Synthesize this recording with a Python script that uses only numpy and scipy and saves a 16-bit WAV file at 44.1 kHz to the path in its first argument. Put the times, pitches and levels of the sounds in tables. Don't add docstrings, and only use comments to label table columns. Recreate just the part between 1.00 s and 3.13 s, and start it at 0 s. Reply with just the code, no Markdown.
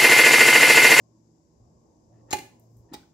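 import sys
import numpy as np
from scipy import signal
from scipy.fft import rfft, irfft
from scipy.io import wavfile
from scipy.ndimage import uniform_filter1d

SR = 44100
rng = np.random.default_rng(int(sys.argv[2]) if len(sys.argv) > 2 else 0)


def linear_from_db(decibels):
    return 10 ** (np.asarray(decibels, float) / 20)


def store_pcm(level_fs):
    pcm = np.round(np.clip(level_fs, -1, 1) * 32767).astype(np.int16)
    wavfile.write(sys.argv[1], SR, np.atleast_2d(pcm).T)


N = 94065
PORT_LAG, RING_LAG = 9, 2


def evened(x):
    return x / np.sqrt(np.mean(x ** 2) + 1e-20)


def read(points, hz):
    f, value = np.transpose(points)
    return np.interp(np.log(hz + 1), np.log(f + 1), value)


def level_curve(points):
    return linear_from_db(np.interp(np.arange(N) / SR, *np.transpose(points)))


def add(mix, s, sound):
    part = mix[:, round(s * SR):][:, :sound.shape[-1]]
    part += sound[..., :part.shape[1]]


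def sides(db):
    return linear_from_db(np.array([[db / 2], [-db / 2]]))


def pair(size, same):
    a, b = rng.standard_normal((2, size))
    same = np.clip(same, 0, 1)
    return np.array([a, same * a + np.sqrt(1 - same ** 2) * b])


def coloured(x, colour):
    hz = abs(np.fft.fftfreq(4096, 1 / SR))
    log_gain = np.log(linear_from_db(np.maximum(read(colour, hz), -100)))
    taps = np.fft.ifft(np.exp(np.conj(signal.hilbert(log_gain)))).real[:2048]
    return signal.oaconvolve(x, taps[None] / np.linalg.norm(taps), axes=1)[:, :x.shape[1]]


def resonate(x, hz, width):
    turn = np.exp(2j * np.pi * hz * np.arange(x.shape[-1]) / SR)
    r = np.exp(-np.pi * width / SR)
    return 2 * (turn * signal.lfilter([1 - r], [1, -r], x / turn)).real


def rings(modes):
    t = np.arange(SR // 2) / SR
    return sum(linear_from_db(db - 60 * t / t60) * np.sin(2 * np.pi * hz * t) for hz, db, t60 in modes)


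def chatter(blows, colour, modes, ring_db, fade_s):
    out, t, ring = np.zeros((2, 2, N)), np.arange(SR // 2) / SR, rings(modes)
    for s, length, db, pan_db in blows:
        shape = np.minimum(t / 0.0014, 1) * linear_from_db(-60 * np.maximum(t - length, 0) / fade_s)
        grit = linear_from_db(3.87 * rng.standard_normal(len(t))).clip(0, 3)
        rattle = pair(len(t), 0.6) * grit * shape
        add(out[0], s, linear_from_db(db) * sides(pan_db) * coloured(rattle, colour))
        add(out[1], s, linear_from_db(db + ring_db) * sides(pan_db) * ring * np.minimum(t / 0.00027, 1))
    return out


def ports(x, lag):
    treble = 0.29
    left = signal.lfilter([1 + treble, -treble], 1, np.roll(x[0], lag))
    return np.array([left, x[1]])


# start_s, chatter_s, level_db, left_right_db
SLAM_BLOWS = [
    (1.3272, 0.0042, -28, 0),
    (1.3305, 0.0016, -26, 0.016),
    (1.3332, 0.00085, -27.5, 0.029),
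    (1.3375, 0.0024, -36, 0),
    (1.3418, 0.0025, -41, 0),
    (1.369, 0.0017, -44.5, 0),
    (1.386, .006, -44, 0),
]
# pitch_hz, level_db (per Hz)
SLAM_COLOUR = [(500, -20.5), (1350, -15), (1680, 0), (3300, -7), (5000, -8), (9000, -11), (15500, -19),
               (17000, -44)]
# pitch_hz, level_db, t60_s
PLATE_MODES = [(1681, -8.5, 0.075), (1784, -5, 0.047), (1962, -16.5, .05), (2076, -16.5, .15),
               (2086, -7.5, 0.25), (2373, -11, 0.15), (2458, -8.5, 0.17), (2780, -2.5, 0.12),
               (2872, -13.5, .1), (4090, -4.5, 0.076), (4220, -4.5, 0.071), (6550, -6, 0.09),
               (6760, 2, 0.032), (7070, -0.5, 0.052)]


def slam():
    return chatter(SLAM_BLOWS, SLAM_COLOUR, PLATE_MODES, ring_db=-4.0, fade_s=0.021)


# pitch_hz, level_db, t60_s, left_right_db
SHELL_MODES = [(111.7, -50, .1, -3.5), (163.4, -27, 0.24, 8), (264, -28.5, 0.1, -1),
               (332.6, -6.5, 0.0593, 9.5), (365, -12.5, 0.073, 2.5), (392.2, -11, 0.16, -11),
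               (505, -20.5, .06, -1), (563, -12, 0.099, -5.5), (693, -27.5, .06, 0), (796, -5, 0.12, -0.5),
               (844.7, -1.5, 0.11, -10), (836, -26, .25, -2.5), (1133, -25, 0.076, 1)]
# start_s, level_db, push_s, treble_tilt_db (per octave from 850 Hz)
THUMPS = [
    (1.312, -42.5, 0.00098, -1.5),
    (1.3300, -26, 0.0015, -2),
    (1.333, -19.5, 0.00066, 20),
    (1.341, -31, 0.0011, -2),
    (1.386, -43, .0012, -3),
    (1.419, -46.5, .002, -4),
    (1.9351, -41.5, 0.00088, 5),
    (1.9459, -37, 0.0011, 15.5),
]


def shell():
    out, t = np.zeros((2, N)), np.arange(SR // 2) / SR
    for s, db, push_s, tilt_db in THUMPS:
        ring = np.zeros((2, SR // 2))
        for hz, mode_db, t60, pan_db in SHELL_MODES:
            ring += sides(pan_db) * linear_from_db(tilt_db * np.log2(hz / 850)) * rings([(hz, mode_db, t60)])
        push = np.sin(np.pi * np.clip(t[:SR // 100] / push_s, 0, 1)) ** 2
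        add(out, s, linear_from_db(db) * signal.oaconvolve(ring, push[None] / push.sum(), axes=1))
    return out


# start_s, chatter_s, level_db, left_right_db
LATCH_BLOWS = [
    (1.3068, 0.0034, -40.5, 0),
    (1.3115, 0.0047, -40.5, 6.5),
    (1.317, 0.004, -41, 3.5),
]
# pitch_hz, level_db (per Hz)
LATCH_COLOUR = [(300, -14.5), (2400, -7), (2950, -21.5), (3500, -8.5), (7500, -6), (8600, -33.5),
                (15500, -33), (17000, -54.5)]
# pitch_hz, level_db, t60_s
SPRING_MODES = [(4030, -9, 0.067), (5150, -3, 0.032), (5700, -10, .02), (6820, -1.5, 0.04),
                (7440, -0.5, .025), (9600, -10.5, 0.0093)]


def latch():
    return chatter(LATCH_BLOWS, LATCH_COLOUR, SPRING_MODES, ring_db=2, fade_s=0.012)


# start_s, chatter_s, level_db, left_right_db
KNOCK_BLOWS = [
    (1.931, 0.0028, -69.5, 27),
    (1.9348, 0.0075, -48, 6),
    (1.941, 0.0027, -43, -0.5),
    (1.9465, 0.0052, -47.5, -2.5),
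]
# pitch_hz, level_db (per Hz)
KNOCK_COLOUR = [(500, -6.5), (1100, -0.5), (2100, -6.5), (4800, -4), (8400, -11.5), (10000, -20),
                (12200, -21), (15500, -24.5)]
# pitch_hz, level_db, t60_s
LEVER_MODES = [(3830, 1, 0.044), (4720, -1, 0.033), (7240, -1, 0.018), (9320, 2.5, 0.0092)]


def knock():
    return chatter(KNOCK_BLOWS, KNOCK_COLOUR, LEVER_MODES, ring_db=0, fade_s=0.018)


# start_s, end_s, start_db, end_db
CREAKS = [
    (1.124, 1.215, -78.5, -82.5),
    (1.263, 1.309, -96.5, -52.5),
    (1.89, 1.917, -71, -75),
    (1.918, 1.931, -77, -50.5),
]
# pitch_hz, width_hz, level_db
HINGE_MODES = [(800, 870, 1), (1280, 180, 0.5), (1770, 230, 6.5), (2390, 640, -10.5)]


def hinge():
    t, level, slips_per_s = np.arange(N) / SR, np.zeros(N), 3000
    for start, end, start_db, end_db in CREAKS:
        level += ((t > start) & (t < end)) * linear_from_db(np.interp(t, [start, end], [start_db, end_db]))
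    slips = (rng.random(N) < slips_per_s / SR) * rng.standard_normal(N) + .08 * pair(N, .5)
    creak = sum(linear_from_db(db) * resonate(resonate(slips, hz, w), hz, 1.6 * w) for hz, w, db in HINGE_MODES)
    return sides(9) * evened(creak) * uniform_filter1d(level, size=250)


# start_s, chatter_s, level_db, left_right_db
NAIL_BLOWS = [
    (1.9347, 0.0054, -55, 9),
    (1.941, 0.0031, -57.5, -4.5),
]
# pitch_hz, level_db (per Hz)
NAIL_COLOUR = [(8000, -49), (12500, -28), (13500, 3.5), (15500, -4), (16800, -41)]


def nail():
    return chatter(NAIL_BLOWS, NAIL_COLOUR, [(14000, 0.0019, 0.012)], ring_db=-10, fade_s=0.026)


# start_s, level_db, t60_s
TICKS = [
    (1.3082, -46, 0.04),
    (1.497, -70, 0.02),
    (1.5968, -56.5, 0.011),
    (1.6, -77.5, 0.44),
    (1.769, -62, 0.0075),
    (1.772, -79.5, 0.28),
]
# start_s, end_s
RUB = (1.69, 1.825)
# pitch_hz, level_db
SKIN_COLOUR = [(4000, -36.5), (7000, -5), (9500, -6), (10800, -12), (12500, 3.5), (14000, -7.5),
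               (15500, -3), (16000, -23.5)]


def skin():
    t = np.arange(N) / SR
    stroke = np.clip((t - RUB[0]) / (RUB[1] - RUB[0]), 0, 1)
    level = linear_from_db(-86) * np.sin(np.pi * stroke ** 1.444) ** .5
    for s, db, t60 in TICKS:
        level += (t > s) * linear_from_db(db - 60 * abs(t - s) / t60)
    return sides(7) * coloured(pair(N, .5) * level, SKIN_COLOUR)


# centre_s, pitch_hz, rise_s, fall_s, level_db
THUDS = [
    (1.557, 232, .012, .02, -57),
    (1.9175, 250, .003, .002, -44),
    (1.9240, 280, .0045, .0015, -35),
    (1.9437, 290, .002, .0035, -33),
]


def thuds():
    out = np.zeros((2, N))
    for s, hz, rise, fall, db in THUDS:
        u = np.arange(N) / SR - s
        bump = np.exp(-(u / np.where(u < 0, rise, fall)) ** 2)
        out += linear_from_db(db) * bump * np.cos(2 * np.pi * hz * u)
    return out


# start_s, pitch_hz, level_db, t60_s
PINGS = [
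    (1.92, 4120, -64, 0.04),
    (1.942, 1934, -50.5, 0.096),
    (1.942, 2386, -46.5, 0.054),
    (1.942, 5200, -50, 0.045),
    (1.967, 4100, -58, .03),
    (1.991, 3790, -56, 0.036),
    (2.001, 1460, -60, 0.032),
    (2.031, 1520, -58, 0.047),
]


def pings():
    out, onset = np.zeros((2, N)), np.minimum(np.arange(SR // 2) / SR / .001, 1)
    for s, hz, db, t60 in PINGS:
        add(out, s, rings([(hz, db, t60)]) * onset * np.ones((2, 1)))
    return out


# pitch_hz, t60_s
KITCHEN_DECAY = [(200, 0.27), (800, 0.39), (2000, 0.36), (5000, 0.37), (10000, 0.34), (13000, 0.29),
                 (16000, 0.38)]
# pitch_hz, level_db
KITCHEN_LEVEL = [(200, -3), (450, -1.5), (800, -11), (1300, -7.5), (2200, -6), (5000, -7.5), (10000, -8.5),
                 (16000, -4.5)]


def kitchen(x):
    taps = np.zeros((2, SR // 2))
    slots = np.arange(200, SR // 2 - 20, 12)
    at = slots + rng.integers(0, 12, (2, len(slots)))
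    np.put_along_axis(taps, at, rng.choice([-1., 1.], at.shape), 1)
    hz, t, z = signal.stft(taps, SR, nperseg=256)
    decay = linear_from_db(-60 * t / read(KITCHEN_DECAY, hz)[:, None])
    tail = signal.istft(z * decay, SR, nperseg=256)[1]
    wet = rfft(signal.fftconvolve(x, tail / np.linalg.norm(tail[0]), axes=1)[:, :N])
    hz = np.fft.rfftfreq(N, 1 / SR)
    apart = hz ** 2 / (hz ** 2 + 500 ** 2)
    wet = apart * wet + (1 - apart) * wet.sum(0) / np.sqrt(2)
    return irfft(wet * linear_from_db(read(KITCHEN_LEVEL, hz)) * (hz < 15850), N)


# time_s, level_db
HUM_SWELL = [(0, -64.5), (.36, -66.5), (.44, -91), (.63, -56.5), (.78, -69), (1.0, -70), (1.15, -58.5),
             (1.45, -59), (1.5, -70), (1.6, -62.5), (1.8, -52.5), (1.9, -78), (2.13, -95)]
# pitch_hz, width_hz, level_db
HUM_MODES = [(115.3, 1.1, -12), (164.1, 9.1, -1.5), (228, 36, -1), (318, 46, -0.5)]
# time_s, level_db
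RUMBLE_SWELL = [(0, -79), (.5, -70.5), (.62, -58.5), (.72, -64.5), (1.05, -70.5), (1.2, -60.5),
                (1.45, -76.5), (1.65, -94), (1.79, -53), (1.88, -73), (1.97, -61.5), (2.13, -78)]


def fridge():
    t, noise = np.arange(N) / SR, pair(N, 0.85)
    line = level_curve(HUM_SWELL) * np.sqrt(2) * np.sin(2 * np.pi * HUM_MODES[0][0] * t)
    fuzz = sum(linear_from_db(db) * evened(resonate(resonate(noise, hz, w), hz, w)) for hz, w, db in HUM_MODES)
    rumble = evened(resonate(resonate(noise, 61, 57), 61, 57))
    return line + linear_from_db(-68.5) * fuzz + rumble * level_curve(RUMBLE_SWELL)


# pitch_hz, likeness (-1 to 1)
PORT_SAME = [(60, 0.94), (180, 0.9), (550, 0.42), (1650, -0.35), (4970, 0.42), (15000, -1)]


def wash(colour, db, patchy_db):
    frames, hz = N // 512 + 5, np.fft.rfftfreq(2048, 1 / SR)
    a, b, c, d, patches = rng.standard_normal((frames, 1025, 5)).T
    patches = evened(uniform_filter1d(uniform_filter1d(patches, size=5, axis=0), size=8, axis=1))
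    same, left = np.clip(read(PORT_SAME, hz), -1, 1)[:, None], a + 1j * b
    z = np.array([left, same * left + np.sqrt(1 - same ** 2) * (c + 1j * d)])
    f = np.transpose(colour)[0]
    inside = (hz >= f[0]) & (hz <= f[-1])
    z *= linear_from_db(read(colour, hz)[:, None] + patchy_db * patches) * inside[:, None]
    return linear_from_db(db) * evened(signal.istft(z, nperseg=2048, noverlap=1536)[1][:, :N])


# pitch_hz, level_db (per Hz)
AIR_COLOUR = [(20, -22.5), (50, -10.5), (130, -5), (330, -10), (520, -12), (1080, -18.5), (1300, -39),
              (2000, -47)]
# time_s, level_db
STIR = [(0, -2.5), (.5, -3), (.7, 1), (1.1, 0.5), (1.27, 6), (1.5, 3.5), (1.7, 1.5), (1.9, 3.5),
        (2.13, -2.5)]


def air():
    return sides(-0.54) * wash(AIR_COLOUR, -64, 2.5) * level_curve(STIR)


# pitch_hz, level_db (per Hz)
MIC_HISS = [(900, -6), (1500, 3.5), (3200, -4.5), (8300, -6.5), (15750, -2.5), (15950, -29.5)]
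# pitch_hz, level_db (per Hz)
WHISTLE = [(3500, -19), (4400, -15.5), (4900, -5), (7600, -4), (8300, -30.5)]


def microphone_noise():
    hiss = sides(-0.69) * wash(MIC_HISS, -83.7, .6)
    return hiss + linear_from_db([[0], [-17]]) * wash(WHISTLE, -73.5, 0.48)


def scene():
    rattle, ring = slam() + latch() + knock()
    rattle = ports(rattle, PORT_LAG) + hinge()
    ring, body = ports(ring, RING_LAG), shell()
    near = ports(nail().sum(0), PORT_LAG) + skin() + thuds() + pings()
    room = kitchen(rattle + linear_from_db(-6) * ring + linear_from_db(-1) * body + linear_from_db(-4.5) * near)
    cooker = rattle + ring + body + near + room
    cooker = signal.sosfilt(signal.butter(2, 76, "high", fs=SR, output="sos"), cooker)
    return cooker + fridge() + air() + microphone_noise()


def top_cut(x):
    return signal.sosfilt(signal.butter(12, 16820, fs=SR, output="sos"), x)


def record(dry):
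    cut = signal.sosfilt(signal.butter(2, 54.6, "high", fs=SR, output="sos"), dry)
    cut = signal.sosfiltfilt(signal.butter(12, 16600, fs=SR, output="sos"), cut)
    return top_cut(cut)


dry = scene()
out = record(dry)
store_pcm(out)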